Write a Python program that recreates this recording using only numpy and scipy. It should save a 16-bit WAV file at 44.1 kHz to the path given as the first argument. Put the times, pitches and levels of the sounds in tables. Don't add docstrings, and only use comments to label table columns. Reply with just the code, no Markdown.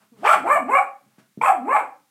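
import sys
import numpy as np
from scipy import signal
from scipy.fft import rfft, irfft, next_fast_len
from scipy.io import wavfile
from scipy.ndimage import uniform_filter1d, minimum_filter1d, map_coordinates

SR = 44100
rng = np.random.default_rng(int(sys.argv[2]) if len(sys.argv) > 2 else 0)


def unload_audio(sound):
    columns = np.transpose(np.atleast_2d(sound))
    steps = np.round(np.clip(columns, -1, 1) * 32767)
    wavfile.write(sys.argv[1], SR, steps.astype(np.int16))


def makeup_ratio(level_db):
    decades = np.asarray(level_db, float) / 20
    return 10 ** decades


N = 92610


def unit(x):
    return x / np.sqrt(np.mean(x ** 2) + 1e-20)


def along(points, hz):
    f, v = np.transpose(points)
    return np.interp(np.log(hz + 1), np.log(f + 1), v)


def curves(rows):
    s, *cols = np.transpose(rows)
    return [np.interp(np.arange(N) / SR, s, c) for c in cols]


def wobble(rate):
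    knots = rng.standard_normal(int(N * rate / SR) + 4)
    return map_coordinates(knots, [np.arange(N) * rate / SR])


def filtered(x, response):
    m = next_fast_len(N + SR // 2)
    return irfft(rfft(x, m) * response(np.fft.rfftfreq(m, 1 / SR)), m)[..., :N]


def peak(f, center, width):
    return 1j * f * width / (center * center - f * f + 1j * f * width)


def peaks(table):
    return lambda f: sum((-1) ** k * makeup_ratio(db) * peak(f, c, w) for k, (c, w, db) in enumerate(table))


def twice(table):
    return lambda f: sum(makeup_ratio(db) * peak(f, c, w) ** 2 for c, w, db in table)


def hiss(spectrum):
    def color(hz):
        return makeup_ratio(along(spectrum, hz)) * (hz > spectrum[0][0] / 2)
    return unit(filtered(rng.standard_normal(N), color))


def air():
    # hz, level_db
    air_spectrum = [(40, -20), (110, 3.5), (220, 5.5), (500, -16.5), (1500, -5.5), (4000, -8.5), (9000, -9),
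                    (15600, -11.5)]
    return makeup_ratio(-67.5) * hiss(air_spectrum)


def room(x):
    # hz, t60_s
    decay_times = [(150, 0.49), (700, 0.31), (2000, 0.3), (8000, 0.26)]
    hz, t, z = signal.stft(rng.standard_normal(SR), SR, nperseg=256)
    fall_db = -60 * t / along(decay_times, hz)[:, None]
    doorway = makeup_ratio(-38 + fall_db / 1.5)
    tail = signal.istft(z * (makeup_ratio(fall_db) + doorway), SR, nperseg=256)[1]
    reply = makeup_ratio(-5) * np.pad(tail / np.linalg.norm(tail), (400, 0))
    reply[0] = 1
    reply[rng.integers(120, 1200, size=7)] += makeup_ratio(-11) * rng.uniform(-0.76, 1, size=7)
    return signal.fftconvolve(x, reply)[:N]


def treads():
    # time_s, level_db
    footfalls = [
        (0.038, -65.5),
        (.2, -48.5),
        (.37, -45),
        (.45, -52.5),
        (0.559, -45.5),
        (.7, -50.5),
        (1.061, -61.5),
        (1.751, -62),
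        (1.86, -68),
        (2.0, -75),
    ]
    # center_hz, width_hz, level_db
    board_modes = [(133, 100, -1), (193, 110, -2.5)]
    t, tread_s = np.arange(N) / SR, 0.049
    weight = sum(makeup_ratio(db) * np.exp(-((t - s) / tread_s) ** 2) for s, db in footfalls)
    return weight * unit(filtered(rng.standard_normal(N), twice(board_modes)))


def paws():
    # time_s, peak_db
    landings = [
        (1.182, -45),
        (1.374, -28.5),
    ]
    # center_hz, width_hz, level_db
    floor_modes = [(132, 48, 9), (215, 150, 8), (420, 200, -11.5), (900, 600, -22.5)]
    # start_s, level_db, t60_s
    rubs = [
        (.0, -51.5, 0.17),
        (.15, -43.5, 1),
        (1.0, -62, 1),
        (1.18, -48.5, 0.11),
        (1.376, -55.5, .06),
    ]
    # hz, level_db
    rub_spectrum = [(200, -24.5), (300, -9.5), (750, 0), (1430, -1.5), (2950, -11), (6000, -17),
                    (12000, -20.5), (15600, -43)]
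    push, t = np.zeros(N + SR), np.arange(N) / SR
    for s, db in landings:
        push[round(s * SR):][:90] += makeup_ratio(db - 4) * np.hanning(90)
    rub = 0
    for s, db, t60 in rubs:
        onset = np.clip((t - s) / (0.18 * t60), 0, 1)
        rub = rub + makeup_ratio(db - 60 * np.abs(t - s) / t60) * onset
    return makeup_ratio(10.5) * filtered(push[:N], peaks(floor_modes)) + rub * hiss(rub_spectrum)


def jaw_puffs():
    # center_s, level_db
    openings = [
        (0.244, -53),
        (.445, -56.5),
        (0.679, -53),
        (1.49, -54.5),
    ]
    t, puff_s = np.arange(N) / SR, 0.03
    puffs = 0
    for s, db in openings:
        x = (t - s) / puff_s
        puffs = puffs + makeup_ratio(db) * x * np.exp(-(3 * x) ** 2)
    return 30 * puffs


def breath(level, jaw, facing_db):
    # center_hz, width_hz, level_db
    breath_peaks = [(8096, 1420, 1), (10600, 1000, -4.5), (12700, 1100, -6), (13816, 1000, -23.5)]
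    lag = 0.012 * SR
    late = signal.lfilter([1], [1, -np.exp(-1 / lag)], level) / lag
    late_db = 20 * np.log10(1e-6 + np.abs(late))
    noise = rng.standard_normal(N)
    flow = unit(filtered(noise, lambda f: twice(breath_peaks)(f) / (1 + (f / 14800) ** 20)))
    flow_db = -29.5 + 0.84 * late_db + 0.22 * facing_db + 1.7 * wobble(40)
    return makeup_ratio(flow_db) * np.clip(jaw, .05, 1) * flow


def voice_breaks():
    # start_s, length_s, pitch_hz, level_db
    broken_tones = [
        (.245, 0.0083, 820, -15.5),
        (0.557, .025, 705, -22.5),
        (0.771, 0.0487, 774.7, -21.5),
        (1.476, 0.046, 785, -15.5),
        (1.746, 0.031, 810, -15.5),
    ]
    t, out = np.arange(N) / SR, np.zeros(N)
    shake, edge_s, sag = 1 + 0.0402 * wobble(120), 0.01, .6
    for s, length, hz, db in broken_tones:
        edge = np.clip(np.minimum(t - s, s + length - t) / edge_s + .5, 0, 1)
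        phase = 2 * np.pi * np.cumsum(hz * shake * (1 - sag * (t - s))) / SR
        out += makeup_ratio(db + 3.5) * edge * np.sin(phase)
    return out * makeup_ratio(3.2 * wobble(80))


def throat_rasp(level, jaw, noisy_share, facing_db):
    # center_hz, width_hz, level_db
    throat = [(820, 207, -0.5), (1151, 390, -0.5), (1645, 110, -6), (2152, 500, -7)]
    # center_hz, width_hz, level_db
    front = [(2558, 820, -20), (3040, 530, -29), (4180, 1000, -36.5), (4940, 2200, -45.5), (5850, 540, -58)]
    beat = np.cumsum(190.2 * makeup_ratio(3.5 * wobble(90))) / SR
    slaps = (1.9 + np.cos(2 * np.pi * beat)) * rng.standard_normal(N) * makeup_ratio(5 * wobble(59.97))
    norm = np.sqrt(np.mean(filtered(slaps, twice(throat)) ** 2))
    drive = slaps * level * np.clip(jaw + 0.12, 0, 1) * makeup_ratio(1.5) / norm

    def damped_throat(f):
        return twice(throat)(f) / (1 + 1j * f / 3300) ** 3
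    body = filtered(drive * np.sqrt(noisy_share), damped_throat)
    return body + filtered(drive * makeup_ratio(facing_db), twice(front))


def clear_overtones(pitch, jaw, rough):
    jitter = 0.006 * (1 + 6 * rough) * wobble(150)
    phase = 2 * np.pi * np.cumsum(pitch * (1 + jitter)) / SR
    k = np.arange(1, 9)[:, None]
    hz = k * pitch
    mouth_hz = 225 + jaw * (1090 - 225)
    mouth = np.abs(peak(hz, mouth_hz, 230)) ** 1.7
    upper_db = -10 - 24 * np.clip(1 - jaw, 0, 1)
    upper = np.abs(makeup_ratio(upper_db) * peak(hz, 2250, 380) ** 2)
    chest = makeup_ratio(-22) * (k == 1)
    tilt = makeup_ratio(-6 * np.log2(k))
    gain = tilt * (mouth + upper + chest) / (1 + (hz / 2500) ** 8)
    shimmer_db = 2 + 2 * np.clip(k - 2, 0, 3)
    gain *= makeup_ratio(shimmer_db * np.array([wobble(110) for _ in k]))
    return gain * np.sin(k * phase) / np.sqrt((gain ** 2).sum(0) / 2)


def dog():
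    # time_s, pitch_hz, effort_db
    bark_1 = [
        (.108, 250, -93.5),
        (.122, 239.6, -46.5),
        (.2, 195.3, -53.5),
        (.225, 302.3, -37),
        (.246, 400.7, -18.5),
        (.3, 650, -9),
        (.345, 618.2, -17.5),
        (.365, 368, -34.5),
        (.41, 239.6, -39.5),
    ]
    bark_2 = [
        (.44, 281.5, -29),
        (.47, 420, -18),
        (0.504, 551.3, -15.5),
        (.52, 586.5, -11),
        (0.548, 590.9, -14),
        (.575, 553, -23.5),
        (.595, 309.8, -35),
        (0.638, 225.2, -32),
    ]
    bark_3 = [
        (.678, 290, -33.5),
        (.7, 453, -21),
        (.72, 518, -20),
        (.745, 546.4, -15),
        (.758, 559.7, -10),
        (0.77, 562.2, -17),
        (.815, 573, -27),
        (.835, 398.1, -41.5),
        (.87, 300, -67.5),
    ]
    bark_4 = [
        (1.404, 447.4, -82),
        (1.415, 467.6, -18),
        (1.44, 502.9, -14),
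        (1.471, 610, -15),
        (1.505, 566.2, -21),
        (1.525, 400.5, -29.5),
        (1.559, 300, -43),
        (1.615, 230, -32),
        (1.648, 270.7, -31.5),
    ]
    bark_5 = [
        (1.672, 370, -27),
        (1.692, 490, -20.5),
        (1.715, 552, -20),
        (1.741, 591.7, -17.5),
        (1.765, 566.5, -20.5),
        (1.799, 481, -21.5),
        (1.823, 310.2, -35),
        (1.892, 270, -53.5),
        (1.93, 250.7, -89),
    ]
    # time_s, roughness (0-1)
    roughness = [(.2, .1), (.235, .65), (.35, .8), (.38, .35), (.49, .8), (.508, .1), (.56, .15),
                 (.575, .6), (.6, .05), (.69, .25), (.765, .1), (.775, .7), (1.52, .85), (1.56, .05),
                 (1.68, .25), (1.74, .1), (1.752, .8), (1.81, .85), (1.84, .05)][:18]
    # time_s, level_db
    facing = [
        (.36, -0.5),
        (.5, -13),
        (.8, -14.5),
        (1.4, 1.5),
        (1.55, -8),
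        (1.7, -20.5),
    ]
    pause = [(1.0, 298.5, -120), (1.39, 400, -120)]
    pitch, effort_db = curves([*bark_1, *bark_2, *bark_3, *pause, *bark_4, *bark_5])
    (rough,), (facing_db,) = curves(roughness), curves(facing)
    pitch = uniform_filter1d(pitch, size=500)
    level = makeup_ratio(effort_db)
    jaw = np.clip((pitch - 241) / (501.2 - 241), 0, 1.2)
    flutter_share = .5
    overtones = clear_overtones(pitch, jaw, rough)
    clear = level * np.sqrt(1 - rough) * overtones.sum(0)
    flutter = level * np.sqrt(rough * flutter_share) * unit(wobble(320)) * overtones[1:].sum(0)
    rasp = throat_rasp(level, jaw, rough * (1 - flutter_share), facing_db)
    return clear + flutter + rasp + voice_breaks() + breath(level, jaw, facing_db) + jaw_puffs()


def scene():
    return (room(dog() + paws() + treads()) + air())[None]


def roll_off(x):
    return signal.sosfilt(signal.butter(12, 15760, fs=SR, output="sos"), x)


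def record(dry):
    x = filtered(dry, lambda f: (1j * f / (143 + 1j * f)) ** 2)
    span = int(.006 * SR)
    need = np.minimum(1, .71 / (np.abs(x) + 1e-9))
    need = minimum_filter1d(need, size=2 * span + 1)
    return roll_off(x * uniform_filter1d(need, size=span))


dry = scene()
out = record(dry)
unload_audio(out)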